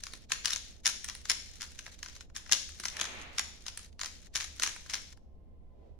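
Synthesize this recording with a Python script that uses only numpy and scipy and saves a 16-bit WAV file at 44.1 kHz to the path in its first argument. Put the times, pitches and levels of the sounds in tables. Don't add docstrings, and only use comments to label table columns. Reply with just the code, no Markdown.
import sys
import numpy as np
from scipy import signal
from scipy.fft import rfft, irfft, next_fast_len
from scipy.io import wavfile
from scipy.ndimage import uniform_filter1d

SR = 44100
rng = np.random.default_rng(int(sys.argv[2]) if len(sys.argv) > 2 else 0)


def materialize(psi):
    bounded = np.clip(np.atleast_2d(psi).T, -1, 1)
    quanta = np.round(bounded * 32767).astype(np.int16)
    wavfile.write(sys.argv[1], SR, quanta)


N = 264150
TIME = np.arange(N) / SR

# [catch t/s, catch level/dB, wait until seated t/s, seat level/dB, shell f/Hz, extra hollow level/dB,
#  settling level/dB]
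SNAPS = [(0.3041, -49, 0.015, -18.5, 5970, 8.5, -34), (0.4472, -29, 0.0094, -19.5, 4880, 2, -40),
         (0.4728, -30.5, 0.0075, -27.5, 4900, -1, -39), (0.5048, -26.5, 0.013, -32, 5800, -1.5, -31),
         (.8574, -17, .0086, -16, 5360, 1.5, -21.5), (1.0866, -32, 0.011, -33, 5500, 0, -52),
         (1.2979, -16, 0.0057, -19, 5720, 4, -33), (1.609, -35, 0.0091, -32.5, 5200, 0.5, -35.5),
         (1.864, -39, 0.012, -52, 5450, 5, -79), (2.3548, -54, 0.0085, -29, 5500, 0.5, -53),
         (2.5222, -13, 0.0089, -15.5, 5500, -2, -31), (2.837, -36.5, 0.017, -25, 5200, 6.5, -53),
         (2.9981, -30.5, 0.015, -21.5, 3730, 5, -38), (3.383, -22.5, .0111, -20.5, 5660, 6.5, -54),
         (3.6646, -32.5, .0172, -30, 5270, -2.5, -73), (4.0132, -26.5, 0.02, -30, 5200, 3.5, -32),
         (4.353, -29.5, .004, -21.5, 5340, 2, -26), (4.4023, -31.5, 0.0053, -28.5, 5230, 2.5, -35.5),
         (4.622, -25.5, 0.012, -17, 5800, 7.5, -36), (4.6623, -26.5, 0.012, -27, 6630, 4.5, -38),
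         (4.8979, -33.5, .0086, -36, 5460, -3.5, -47), (4.9364, -25.5, 0.0057, -25, 5470, 2.5, -33.5)]
EDGE_DB = -9.5


def from_db(db):
    return 10 ** (np.asarray(db) / 20)


def rms_one(x):
    return x / np.sqrt(np.mean(x ** 2) + 1e-20)


def in_time(rows):
    s, *columns = np.transpose(rows)
    return np.squeeze([np.interp(TIME, s, column) for column in columns])


def at_hz(points, hz):
    points_hz, values = np.array(points).T
    return np.interp(np.log(hz + 1e-9), np.log(points_hz), values)


def butter(x, hz, kind, order=2):
    sections = signal.butter(order, np.clip(hz, 10, .45 * SR), kind, fs=SR, output="sos")
    return signal.sosfilt(sections, x)


def add(out, s, sound):
    at = max(round(s * SR), 0)
    out[..., at:at + sound.shape[-1]] += sound[..., :N - at]


def diffuse_noise(spectrum):
    # [f/Hz, correlation]
    likeness = [(30, 0), (70, 0.42), (250, 0.84), (600, 0), (1500, 0), (4000, 0)]
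    hz = np.arange(N // 2 + 1) * SR / N
    mid, side = rfft(rng.standard_normal((2, N)))
    alike = np.clip(at_hz(likeness, hz), -1, 1)
    both = np.sqrt(1 + alike) * mid + np.sqrt(1 - alike) * side * [[1], [-1]]
    return rms_one(irfft(both * from_db(at_hz(spectrum, hz)), N))


def loose_piece(s, level_db, shell_hz=5500, spread=0.041):
    return s, level_db, shell_hz * np.exp(spread * rng.standard_normal()), 0, EDGE_DB


def contacts(chatter_count=2, bounces_count=3):
    # [t/s, level/dB, shell f/Hz, extra hollow level/dB, edge level relative to shell/dB]
    single_clicks = [(.0365, -29.5, 5280, -6.5, -7), (.067, -34, 4900, 1, -6.5),
                     (.1355, -36.5, 4380, 1, -6), (.5327, -21.5, 3900, -15.5, -8),
                     (.56, -26, 6250, -2, -16), (.8507, -33.5, 5530, 3.5, -14.5),
                     (1.0441, -29, 6340, -3.5, -1.5), (1.1502, -38, 5500, -1, 0.5),
                     (1.2545, -36.5, 5070, 1.5, -12.5), (1.3156, -22, 5570, -1.5, -7.5),
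                     (1.79, -32.5, 5730, -2, -10.5), (2.029, -31, 5750, 3.5, -10),
                     (2.0603, -39, 5330, 2, -12), (2.0846, -40.5, 5730, -4, -14),
                     (2.163, -44, 6000, -4.5, -9), (2.2079, -40, 4260, -1, -18),
                     (2.2996, -55, 4700, -0.5, -39), (2.4617, -45.5, 5400, 1.5, -11),
                     (2.4936, -40, 4930, 5.5, -16.5), (2.5152, -24, 5740, 4.5, -13),
                     (2.6909, -43.5, 5340, -1, 2), (2.799, -31.5, 5900, -1.5, -3.5),
                     (2.883, -27, 5650, -11, -23), (2.9679, -31, 5430, 5, -6),
                     (2.9918, -35.5, 4900, 4, -11), (3.0414, -33, 6000, 6, -9),
                     (3.053, -32, 6170, 3.5, -13), (3.2144, -47.5, 6340, -6.5, -5.5),
                     (3.774, -35.5, 6940, -3, 4.5), (3.7929, -47.5, 5200, -1, -8),
                     (3.9276, -51.5, 4630, -11, -10), (3.9932, -39, 5270, 2.5, -10),
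                     (4.0584, -33, 4950, 0, -11), (4.4429, -34.5, 5360, -6.5, -11),
                     (4.5971, -30, 5300, 2.5, -9.5), (4.7617, -50.5, 5200, 10, 4),
                     (4.861, -51, 5200, 3.5, -9.5), (5.13, -55, 5300, -8.5, -13.5),
                     (5.173, -52, 4970, -3, -3.5)]
    chatter_db, chatter_gap_s = -17, .003
    settle_gap_s, loss_db = .010, 6.5
    rows = list(single_clicks)
    for s, catch_db, wait, seat_db, hz, hollow_db, settle_db in SNAPS:
        rows.append((s, catch_db, hz, hollow_db, EDGE_DB))
        rows.append((s + wait, seat_db, hz, hollow_db, EDGE_DB))
        leads = np.cumsum(chatter_gap_s * rng.uniform(.5, 1.5, chatter_count))
        for k, lead in enumerate(leads):
            rows.append(loose_piece(s - lead, catch_db + chatter_db - loss_db * k))
        delays = np.cumsum(settle_gap_s * rng.uniform(.5, 1.5, bounces_count))
        for k, delay in enumerate(delays):
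            rows.append(loose_piece(s + wait + delay, settle_db - loss_db * k))
    return np.array(rows)


def knock(t, shell_hz, crack_db=0.0, crack_t60=0.012, shell_db=12.5, shell_t60=0.0042,
          mode_spread_db=2.0, detune=0.041, port_hz=4500):
    # [f/Hz, level/dB, t60/s]
    cube_modes = [(1038, -5.5, 0.041), (1287, 1, 0.016), (1613, 5, 0.018), (1869, 4.5, 0.012),
                  (2280, 2, 0.0092), (3080, -12.5, 0.0077), (3810, -2, 0.0099), (4324, -1, 0.0094),
                  (5200, 0, 0.0092), (5793, 6.5, 0.019), (6627, 12, 0.0087), (7705, 5, 0.018),
                  (8460, 0.5, 0.021), (10030, 5.5, 0.0023), (10030, -5, 0.016), (12150, -20.5, 0.018)]
    hz, level_db, t60 = np.vstack([cube_modes, (shell_hz, shell_db, shell_t60)]).T[:, :, None]
    hz = hz * (1 + detune * rng.standard_normal(hz.shape))
    strength = from_db(level_db + mode_spread_db * rng.standard_normal(hz.shape))
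    strength = strength * rng.choice([-1, 1], hz.shape)
    skew = rng.standard_normal((2, *hz.shape)) * hz / port_hz
    free = np.maximum(t - .0012, 0)
    ringing = strength * np.sin(2 * np.pi * hz * t + skew) * from_db(-60 * free / t60)
    modes = ringing.sum(axis=1)
    grit = rng.standard_normal((3, len(t)))
    crack = butter(grit[0], 3600, "low") + butter(grit[1:], 3000, "high")
    return modes + 4 * from_db(crack_db) * crack * from_db(-60 * free / crack_t60)


def in_motion():
    # [start t/s, end t/s]
    turns = [(-.05, .255), (.284, .813), (0.84, 2.26), (2.35, 3.24), (3.319, 3.901), (3.985, 4.283),
             (4.325, 5.135)]
    return np.any([(TIME > start) & (TIME < end) for start, end in turns], axis=0)


def uneven_push(push_hz=14, push_db=1.5):
    return from_db(push_db * rms_one(butter(rng.standard_normal(N), push_hz, "low")))


def grains(per_s=400, spread_db=5.5, count=10):
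    sizes = from_db(spread_db * np.minimum(rng.exponential(1, N), 3)) * rng.choice([-1, 1], N)
    catches = sizes * (rng.random(N) < per_s / SR)
    piece = rng.integers(0, count, N)
    t = np.arange(SR // 60) / SR
    out = 0
    for k, shell_hz in enumerate(np.geomspace(3500, 6800, count)):
        own_catches = (catches * (piece == k))[None]
        out = out + signal.oaconvolve(own_catches, knock(t, shell_hz), axes=1)[:, :N]
    return rms_one(butter(butter(out, 1578, "high"), 10740, "low", order=3))


def rubbing(knocks, rattle_db=-12.0, lead_s=0.0012, trail_s=0.0065, grain_db=-1.5, hiss_db=-3.5):
    # [f/Hz, spectral level/dB]
    rub_spectrum = [(400, -12.5), (800, -15.5), (1200, -9), (1700, -2), (3000, 5), (6000, 3.5), (8000, -11),
                    (10500, -20), (13000, -27.5), (16000, -31)]
    slide_db, run_up_db = -59.5, -23
    run_up_s, brake_s = 0.0095, 0.0098
    force = from_db(slide_db) * uneven_push() * uniform_filter1d(in_motion() * 1.0, size=600)
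    t = np.arange(-SR // 30, SR // 25) / SR
    for s, _, wait, seat_db, *_ in SNAPS:
        scrape = np.exp(np.minimum(t / run_up_s, -t / brake_s))
        add(force, s + wait + t[0], from_db(seat_db + run_up_db) * scrape)
    for s, level_db, *_ in knocks:
        rattle = np.exp(np.minimum(t / lead_s, -t / trail_s))
        add(force, s + t[0], from_db(level_db + rattle_db) * rattle)
    return force * (from_db(grain_db) * grains() + from_db(hiss_db) * diffuse_noise(rub_spectrum))


def background(hum_hz=69, hum_width_hz=10, hum_db=-60.5):
    # [f/Hz, spectral level/dB]
    rumble_spectrum = [(15, 6), (30, 6.5), (55, 2.5), (90, -4), (140, -10.5), (200, -9.5), (350, -17),
                       (500, -17), (680, -19.5), (1000, -28), (3000, -30), (7000, -41.5), (16000, -45)]
    rumble = from_db(-54) * diffuse_noise(rumble_spectrum)
    band = [hum_hz - hum_width_hz / 2, hum_hz + hum_width_hz / 2]
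    hum = rms_one(butter(rng.standard_normal(N + SR), band, "band")[SR:])
    return rumble + from_db(hum_db) * hum


def whine(waver=0.7, overtone_db=-4.5, blur_hz=18):
    # [t/s, f/Hz, level/dB]
    whine_path = [(0, 1036, -96), (5.0, 1058, -88.5), (5.4, 1052, -76), (5.7, 1020, -73.5),
                  (5.99, 995, -76)]
    hz, db = in_time(whine_path)
    phase = 2 * np.pi * np.cumsum(hz) / SR
    wander = rms_one(butter(rng.standard_normal((2, 2, N)), blur_hz, "low"))
    strength = (1 + waver * (wander[0] + 1j * wander[1])) / np.sqrt(1 + 2 * waver ** 2)
    tone = np.exp(1j * phase) + from_db(overtone_db) * np.exp(2j * phase)
    return from_db(db) * np.real(strength * tone)


def clicks(knocks, seat_s=0.0003, click_db=0.0, bottom_hz=640, hollow_hz=2750, edge_hz=7400):
    medium_db = -30
    base_hollow_db, hollow_db_per_db = -11, -0.5081
    base_crisp_db, crisp_db_per_db, crisp_hz = -26, -0.13, 11900
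    out, t = np.zeros((2, N)), np.arange(SR // 40) / SR
    unit_energy = 2 * .002 * SR
    for s, level_db, shell_hz, extra_db, edge_db in knocks:
        harder_db = level_db - medium_db
        hollow_db = base_hollow_db + hollow_db_per_db * harder_db + extra_db
        crisp_db = base_crisp_db + crisp_db_per_db * harder_db + edge_db - EDGE_DB
        hit = knock(t, shell_hz) * np.minimum(t / seat_s, 1)
        hollow = butter(butter(hit, bottom_hz, "high"), hollow_hz, "low", order=4)
        shell = butter(hit, [hollow_hz, edge_hz], "band", order=4)
        edge = butter(butter(hit, edge_hz, "high", order=4), 10450, "low", order=7)
        crisp = butter(hit, crisp_hz, "high", order=4)
        for part, db in [(hollow, hollow_db), (shell, 0), (edge, edge_db), (crisp, crisp_db)]:
            to_unit = np.sqrt(unit_energy / np.sum(part ** 2))
            add(out, s, part * from_db(click_db + level_db + db) * to_unit)
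    return out


def pats(pat_db=-10.5, flesh_hz=520):
    # [t/s, level before pat_db/dB]
    grip_changes = [(0.134, -38.5), (2.797, -37.5), (4.357, -46), (4.599, -42)]
    # 23 dB under the seating knock, before pat_db
    taken_up = [(s + wait, seat_db - 23) for s, _, wait, seat_db, *_ in SNAPS]
    out, t = np.zeros(N), np.arange(SR // 12) / SR
    fade = from_db(-60 * t / .05)
    for s, db in list(grip_changes) + taken_up:
        thud = butter(rng.standard_normal(len(t)) * fade, [140, flesh_hz], "band")
        add(out, s, from_db(db + pat_db) * thud / np.abs(thud).max())
    return out


def room_response(build_s=0.012):
    # [f/Hz, t60/s]
    tail_t60 = [(200, 0.82), (1000, 0.26), (3000, 0.54), (6000, 0.57), (10000, 0.42), (16000, 0.273)]
    # [f/Hz, level/dB]
    tail_level = [(200, 0.5), (1000, -7.5), (2000, -8.5), (4000, -8), (6000, -9.5), (10000, -9),
                  (16000, -17.5)]
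    # [delay t/s, level/dB]
    reflections = [(.0027, -22.5), (.0052, -19), (.0091, -24.5), (0.0175, -15)]
    t = np.arange(int(.7 * SR)) / SR
    response, edges = np.zeros((2, len(t))), np.geomspace(120, 18000, 15)
    white = rng.standard_normal((2, 2, len(t)))
    for k, (low, high) in enumerate(zip(edges, edges[1:])):
        hz = np.sqrt(low * high)
        fade = from_db(-60 * t / at_hz(tail_t60, hz)) * (1 - np.exp(-t / build_s))
        fade = fade / np.sqrt(np.sum(fade ** 2))
        response += butter(white[k % 2], [low, high], "band") * fade * from_db(at_hz(tail_level, hz))
    for s, db in reflections:
        at = (s * SR * rng.uniform(.93, 1.07, 2)).astype(int)
        response[[0, 1], at] += from_db(db)
    return response


def room(x, knocks, count=4):
    times = np.sort(knocks[:, 0])
    midpoints = (times[1:] + times[:-1]) / 2
    side = np.searchsorted(midpoints, TIME) % count
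    return x + sum(signal.oaconvolve(x * (side == k), room_response(), axes=1)[:, :N]
                   for k in range(count))


def wash():
    # [f/Hz, spectral level/dB]
    wash_spectrum = [(100, -2), (220, -4.5), (400, -3), (700, -0.5), (1500, -2), (2400, 2), (4000, -7.5),
                     (7000, -27), (12000, -50)]
    start_s, attack_s, hold_s = 2.884, 0.11, .2
    fall_db_per_s, level_db = 49, -46
    age = TIME - start_s
    fall_db = fall_db_per_s * np.maximum(age - attack_s - hold_s, 0)
    return np.clip(age / attack_s, 0, 1) * from_db(level_db - fall_db) * diffuse_noise(wash_spectrum)


def hands():
    # [peak t/s, length t/s, level/dB]
    rustles = [(5.24, 0.061, -71.5), (5.503, 0.13, -76), (5.855, 0.11, -61)]
    # [f/Hz, spectral level/dB]
    skin_spectrum = [(120, -5), (300, -6), (550, -1.5), (1000, -14), (3500, -16.5), (7000, -27),
                     (14000, -48)]
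    swell = sum(from_db(db) * np.exp(-((TIME - s) / length) ** 2) for s, length, db in rustles)
    return swell * diffuse_noise(skin_spectrum)


def scene():
    knocks = contacts()
    cube = clicks(knocks) + rubbing(knocks) + pats()
    return room(cube, knocks) + hands() + background() + wash() + whine()


def microphones(x):
    # [f/Hz, left relative to right level/dB]
    port_balance = [(100, -3), (1000, -2.5), (1700, 0), (3700, 0), (5000, 6), (6300, 10.5), (7200, 5),
                    (8300, -2.5), (10000, -16.5), (11500, -13.5), (14000, 0.5)]
    size = next_fast_len(N + 4096)
    ratio = from_db(at_hz(port_balance, np.arange(size // 2 + 1) * SR / size))
    gains = np.array([ratio, np.ones_like(ratio)]) * np.sqrt(2 / (1 + ratio ** 2))
    padded = np.pad(x, [(0, 0), (0, size - N)], mode="reflect")
    return irfft(rfft(padded) * gains, size)[:, :N]


def noise_gate(x, open_db=-55.5, knee_db=8.0, depth_db=-14.0, split_hz=1000):
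    low = butter(butter(x, split_hz, "low", order=4), split_hz, "low", order=4)
    high = butter(butter(x, split_hz, "high", order=4), split_hz, "high", order=4)
    power = np.abs(uniform_filter1d(np.mean(high ** 2, axis=0), size=700))
    level_db = 10 * np.log10(power + 1e-14)
    shut = np.clip((open_db - level_db) / knee_db, 0, 1)
    return low + high * from_db(depth_db * uniform_filter1d(shut, size=400))


def record(dry):
    gated = noise_gate(microphones(dry))
    return signal.sosfilt(signal.ellip(10, .1, 80, 16000, fs=SR, output="sos"), gated)


dry = scene()
out = record(dry)
materialize(out)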